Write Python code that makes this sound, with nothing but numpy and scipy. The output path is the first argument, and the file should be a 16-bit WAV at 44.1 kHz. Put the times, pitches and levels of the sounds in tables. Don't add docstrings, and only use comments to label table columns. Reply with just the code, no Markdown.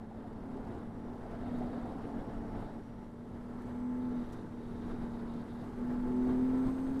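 import sys
import numpy as np
from scipy import signal
from scipy.io import wavfile
from scipy.ndimage import uniform_filter1d

SR = 44100
rng = np.random.default_rng(int(sys.argv[2]) if len(sys.argv) > 2 else 0)


def invert_db(level):
    return 10 ** (np.asarray(level, dtype=float) / 20)


def int16_out(signal):
    q = np.round(np.clip(np.atleast_2d(signal).T, -1, 1) * 32767)
    wavfile.write(sys.argv[1], SR, q.astype(np.int16))


N = 308700
T = np.arange(N) / SR
CYLINDERS = 6
LIFT_S = 0.08
# (pitch [Hz], width [Hz], level [dB])
PANEL = [(866, 26, -5.5), (1330, 40, -14)]


def evened(x):
    return x / np.sqrt(np.mean(x ** 2) + 1e-20)


def read(points, hz):
    f, value = np.transpose(points)
    return np.interp(np.log(hz + 1), np.log(f + 1), value)


def curves(rows):
    s, *columns = np.transpose(rows)
    return [np.interp(T, s, c) for c in columns]


def spells(rows, rest_db, fall_s):
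    power = invert_db(rest_db) ** 2 + np.zeros(N)
    for start, end, db, rise in rows:
        shape = np.clip(np.minimum((T - start) / rise, 1 + (end - T) / fall_s), 0, 1)
        power += (invert_db(db) * shape ** 2) ** 2
    return 10 * np.log10(power)


def drift(seconds):
    steps = rng.standard_normal(N // 256 + 2)
    span = max(round(seconds * SR / 256), 1)
    smooth = uniform_filter1d(uniform_filter1d(steps, span), span)
    return np.interp(np.arange(N) / 256, np.arange(len(steps)), evened(smooth))


def resonate(x, hz, width):
    turn = np.exp(2j * np.pi * np.cumsum(hz * np.ones(N)) / SR)
    r = np.exp(-np.pi * width / SR)
    return 2 * (turn * signal.lfilter([1 - r], [1, -r], x / turn)).real


def fuzzy(hz, width):
    once = resonate(rng.standard_normal(N), hz, width)
    return evened(resonate(once, hz, width))


def noise(shape, size, patchy_db, flicker_db):
    frames, hz = 4 * N // size + 5, np.fft.rfftfreq(size, 1 / SR)
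    a, b, patches = rng.standard_normal((frames, len(hz), 3)).T
    patches = evened(uniform_filter1d(uniform_filter1d(patches, 8, 0), 10, 1))
    flicker = evened(uniform_filter1d(rng.standard_normal(frames), 4))
    beyond_db = -9 * np.log2(np.maximum(hz / shape[-1][0], 1))
    spectrum_db = (read(shape, hz) + beyond_db)[:, None]
    z = (a + 1j * b) * invert_db(spectrum_db + patchy_db * patches + flicker_db * flicker)
    return evened(signal.istft(z, nperseg=size, noverlap=3 * size // 4)[1][:N])


def car_ahead():
    # (time [s], firing rate [Hz], level [dB])
    lead_car = [
        (0, 259.5, -62),
        (.55, 260, -44),
        (1.05, 274, -78.5),
        (1.5, 276, -50),
        (1.9, 275, -50.5),
        (2.5, 286.8, -48),
        (2.75, 283.7, -50),
        (3, 268, -67),
    ]
    hz, db = curves(lead_car)
    db = db - 30 * np.clip(T - lead_car[-1][0], 0, 2)
    phase = 2 * np.pi * np.cumsum(hz) / SR + 0.44 * drift(.04)
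    return np.sqrt(2) * invert_db(db - 2.0 + 0.5 * drift(.05)) * np.sin(phase)


def stones():
    # (time [s], peak level [dB], length [s], lowest pitch [Hz])
    hits = [(.567, -58, .005, 2000), (1.309, -59, .01, 2000), (1.584, -57, .012, 2000),
            (1.857, -61, .006, 4000), (2.6, -63, .02, 2000), (3.618, -56, .01, 4000),
            (4.3235, -50, .006, 2200), (4.3295, -48.5, .009, 1900), (5.337, -58, .01, 3000),
            (5.64, -62, .015, 2500), (6.993, -47, .01, 2000)]
    out = np.zeros(N + SR)
    t = np.arange(4000) / SR
    for s, db, length, low_hz in hits:
        bandpass = signal.butter(1, [low_hz, 9000], "band", fs=SR)
        burst = signal.lfilter(*bandpass, rng.standard_normal(len(t)))
        fade = np.exp(-t / length) * np.minimum(t / .0008, 1)
        out[round(s * SR):][:len(t)] += invert_db(db - 7) * burst * fade
    return out[:N]


def seam_knocks():
    # (time [s], peak level [dB], pitch [Hz])
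    seams = [
        (0.025, -56, 430),
        (0.112, -38.5, 800),
        (0.176, -41, 600),
        (0.243, -41, 730),
        (0.556, -31, 396),
        (1.055, -36.5, 433),
        (4.715, -40, 408.7),
    ]
    out = np.zeros(N + SR)
    t = np.arange(4000) / SR
    for s, db, hz in seams:
        out[round(s * SR):][:len(t)] -= invert_db(db - 4.5) * np.sin(2 * np.pi * hz * t) * np.exp(-t * hz / 4.4)
    return out[:N]


def alternator(cycle):
    # (start [s], end [s], level [dB], rise [s])
    whine = [
        (.8, 1.3, -93, .2),
        (1.7, 2.95, -90, .3),
        (3.4, 4.0, -94, .2),
        (3.95, 4.9, -91, .15),
        (5.8, 7.1, -87.5, .4),
    ]
    level_db = spells(whine, -98, fall_s=.3) + 4.5 + 1.6 * drift(.04)
    return invert_db(level_db) * np.sin(24.33 * CYLINDERS * cycle + .9 * drift(.012))


def intake(hz):
    # (start [s], end [s], level [dB], rise [s])
    whistle = [
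        (3.45, 3.95, -86, .25),
        (5.95, 6.5, -84, 0.18),
        (6.42, 6.88, -78, 0.17),
    ]
    return invert_db(spells(whistle, -105, fall_s=.2)) * fuzzy(np.minimum(32.05 * hz, 8350), 450)


def trim_rattle(jolt):
    # (pitch [Hz], width [Hz], level [dB])
    trim = [(3360, 390, -3.5), (3700, 490, 7), (4390, 110, -2.5), (4750, 71, -6.5)]
    # (start [s], end [s], level [dB], rise [s])
    rattles = [
        (1.25, 1.9, -76, 0.21),
        (2.5, 2.7, -78, .12),
        (3.96, 4.4, -77, 0.055),
        (4.4, 5.2, -77, 0.23),
        (5.22, 5.42, -73, .08),
        (5.45, 5.62, -73.5, 0.043),
        (6.0, 7.1, -79.5, 0.18),
    ]
    size_db = 1.5 * np.minimum(rng.exponential(1, N), 4) + 1.7 * drift(.012)
    taps = invert_db(size_db) * (rng.random(N) < 6000 / SR) * rng.choice([-1, 1], N)
    ringing = np.zeros(N)
    for hz, wide, db in trim:
        ringing += invert_db(db) / np.sqrt(wide) * resonate(resonate(taps, hz, wide), hz, 1.1 * wide)
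    level_db = spells(rattles, -87, fall_s=0.071) + 1.1 * jolt + 0.87 * drift(.03)
    return invert_db(level_db) * evened(ringing)


def wind(roar_db, hz, jolt):
    # (pitch [Hz], level [dB])
    hiss = [(1500, -6), (3000, -4), (5000, -3.5), (7000, -4), (8500, -4), (10000, -6), (12000, -7.5),
            (14500, -10), (16000, -12)]
    level_db = -83.5 + .6 * (roar_db + 60.5) + 0.0515 * (hz - 233)
    level_db += 0.37 * (T - 4)
    return invert_db(level_db + 6.5 + 0.68 * jolt) * noise(hiss, 256, patchy_db=.8, flicker_db=.7)


def body_thump(roar_db, jolt):
    # (pitch [Hz], level [dB per Hz])
    thump = [(4, -8.5), (14, 10), (26, 17.5), (45, 5), (70, -5), (110, -41)]
    level_db = roar_db + 8.5 + 1.9 * jolt + 0.5 * drift(0.033)
    return invert_db(level_db) * noise(thump, 2048, patchy_db=.8, flicker_db=.7)


def tyres(roar_db, jolt):
    # (pitch [Hz], level [dB])
    rumble = [(30, -8), (60, -19), (80, -3), (103, 28), (135, 0.5), (200, 6), (250, 8), (320, 1.5),
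              (430, 2.5), (520, -8.5), (700, -40.5)]
    roar = [(300, 0), (500, -2), (900, -2), (1100, -2.5), (1600, -6), (2100, -13), (2400, -19),
            (3000, -19.5), (4000, -24.5), (5200, -28), (6500, -47)]
    scrub = [(250, -7), (400, 1), (500, -1), (690, 5.5), (900, -3), (1100, -10.5), (1800, -52.5)]
    # (start [s], end [s], level [dB], rise [s])
    corners = [
        (-.1, 2.76, 3.18, 0.11),
        (1.4, 2.2, 1.8, 0.33),
    ]
    out = invert_db(roar_db + 11.5 + 1.6 * jolt) * noise(rumble, 1024, patchy_db=1.0, flicker_db=.9)
    out += invert_db(roar_db + 2.0 + 1.27 * jolt) * noise(roar, 512, patchy_db=1.0, flicker_db=.9)
    scrub_db = roar_db + spells(corners, -0.98, fall_s=0.12) + 0.5 + 1.7 * jolt
    out += invert_db(scrub_db) * noise(scrub, 512, patchy_db=1.0, flicker_db=.9)
    cabin_db = roar_db + spells(corners, -4.5, fall_s=.1) + 1.5 + 1.2 * jolt
    out += invert_db(cabin_db) * fuzzy(237.7, 64)
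    return out + invert_db(roar_db - 7) * fuzzy(PANEL[0][0], 60)


def drive_shaft(cycle):
    return np.sqrt(2) * invert_db(-58.5 + 0.81 * drift(0.25)) * np.sin(2.57 * cycle + 0.24 * drift(0.085))


def exhaust(cycle):
    # (start [s], end [s], level [dB], rise [s])
    blares = [
        (.68, .78, -58, 0.04),
        (3.9, 4.03, -56, 0.081),
        (5.8, 5.92, -54, 0.071),
        (6.04, 6.4, -45.5, .06),
        (6.4, 6.64, -48, .06),
    ]
    level_db = spells(blares, -66, LIFT_S) + 2.1 * drift(.05)
    return np.sqrt(2) * invert_db(level_db) * np.sin(9 * cycle + .12 * drift(.03))


def half_orders(hz, cycle, boom_db):
    # (multiple of the full cycle, level [dB])
    low_orders = [(2, -15.5), (3, -1.5), (4, 2), (5, 7.5), (7, -10.5), (8, 2), (10, -5), (11, -1.5),
                  (12, -2.5), (13, -10.5)]
    # (pitch [Hz], level [dB])
    cabin = [(550, -6.5), (750, -20), (1000, -13), (1400, -28), (2000, -28.5), (3200, -39.5)]
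    load_db = -61.5 + 0.05 * np.minimum(hz - 242.5, 0) + 0.41 * (boom_db + 43)
    out = np.zeros(N)
    for k, db in low_orders:
        phase = k * cycle + 2 * np.pi * rng.random() + 0.17 * drift(0.12)
        out += invert_db(load_db + db + 0.84 * drift(0.23)) * np.sin(phase)
    slow = slice(None, None, 64)
    for k in range(14, 58):
        f = k * hz[slow] / CYLINDERS
        ring = sum(invert_db(db) / (1 + (2 * (f - f0) / w) ** 2) for f0, w, db in PANEL)
        odd_db = 4.64 * (k % 2)
        gain = (invert_db(read(cabin, f)) + ring) * invert_db(load_db[slow] + odd_db + 1.9 * drift(.1)[slow])
        out += np.interp(T, T[slow], gain) * np.sin(k * cycle + 2 * np.pi * rng.random())
    return np.sqrt(2) * out


def pedal_boom_db():
    # (start [s], end [s], firing boom level [dB], rise [s])
    throttle = [(.3, 1.2, -54.5, .2), (1.1, 1.68, -40.5, 0.43), (1.7, 1.86, -44.5, 0.052),
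                (1.98, 2.15, -47.5, 0.089), (2.2, 2.72, -51.5, 0.12), (3.0, 3.6, -49, 0.48),
                (3.3, 4.21, -38, 0.59), (4.35, 4.75, -50, 0.17), (4.72, 5.4, -44, 0.054),
                (5.5, 5.8, -47.5, 0.06), (5.74, 7.1, -36.5, 0.085), (6.0, 6.67, -34, 0.19)]
    return spells(throttle, -52.5, LIFT_S)


def firing_note(cycle, boom_db):
    level_db = boom_db + 0.86 + 0.46 * drift(.04)
    return np.sqrt(2) * invert_db(level_db) * np.sin(CYLINDERS * cycle + 0.054 * drift(0.012))


def engine(hz):
    cycle = 2 * np.pi * np.cumsum(hz) / SR / CYLINDERS
    boom_db = pedal_boom_db()
    out = alternator(cycle) + intake(hz) + drive_shaft(cycle) + exhaust(cycle)
    return out + half_orders(hz, cycle, boom_db) + firing_note(cycle, boom_db)


def scene():
    # (time [s], firing rate [Hz])
    revs = [(0, 221), (.75, 230.5), (1.4, 243.5), (1.63, 243.5), (1.85, 237), (2.1, 231.7), (2.62, 225.5),
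            (2.8, 232.5), (3.3, 238), (3.6, 242), (4.02, 250), (4.22, 242.5), (4.6, 238), (4.95, 239.5),
            (5.25, 233.5), (5.6, 238.5), (6.25, 251.5), (7, 267)]
    # (time [s], roar level [dB])
    tyre_load = [(0, -63), (.2, -63), (.7, -57.5), (.92, -61.5), (1.55, -56.5), (2.0, -56.5), (2.7, -58),
                 (2.9, -62.5), (3.15, -65), (3.7, -58), (3.85, -62), (4.25, -57.5), (4.5, -61),
                 (4.9, -57.5), (5.55, -58.5), (6.2, -56), (6.45, -56), (7, -56)]
    # (time [s], jolt [dB])
    bumps = [(.18, 1.7), (.57, 0.3), (.75, 1.5), (1.1, 1.2), (1.33, 2), (1.581, 1), (1.65, 1.2),
             (2.06, 0.5), (2.54, 1), (2.61, 1.5), (2.72, 0.3), (3.03, 2), (3.35, 1.8), (3.62, -0.5),
             (3.72, 0.2), (4.11, -0.1), (4.34, 1), (4.65, 1), (4.88, 2), (5.04, 1.7), (5.37, 1.2),
             (5.62, 1.5), (5.92, 1.9), (6.29, 3), (6.56, 1.7), (6.67, 3.3), (6.99, 0.5)]
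    hz, = curves(revs)
    roar_db, = curves(tyre_load)
    bump_s = 0.036
    jolt = sum(db * np.exp(-((T - s) / bump_s) ** 2) for s, db in bumps) + 0.39 * drift(.02)
    out = car_ahead() + stones() + seam_knocks() + trim_rattle(jolt)
    out += wind(roar_db, hz, jolt) + body_thump(roar_db, jolt) + tyres(roar_db, jolt)
    return (out + engine(hz))[None]


def band_limit(x):
    return signal.sosfilt(signal.butter(12, 14870, fs=SR, output="sos"), x)


def record(dry):
    hz, _, z = signal.stft(dry[0], SR, nperseg=2048, noverlap=1024)
    top = np.flatnonzero(hz > 12750)
    band = (top - top[0]) // 16
    power = np.array([np.mean(abs(z[top[band == b]]) ** 2, 0) for b in range(band[-1] + 1)])
    z[top] *= (power > invert_db(-105.7) ** 2)[band]
    kept = signal.istft(z, SR, nperseg=2048, noverlap=1024)[1][None, :N]
    return band_limit(kept)


dry = scene()
out = record(dry)
int16_out(out)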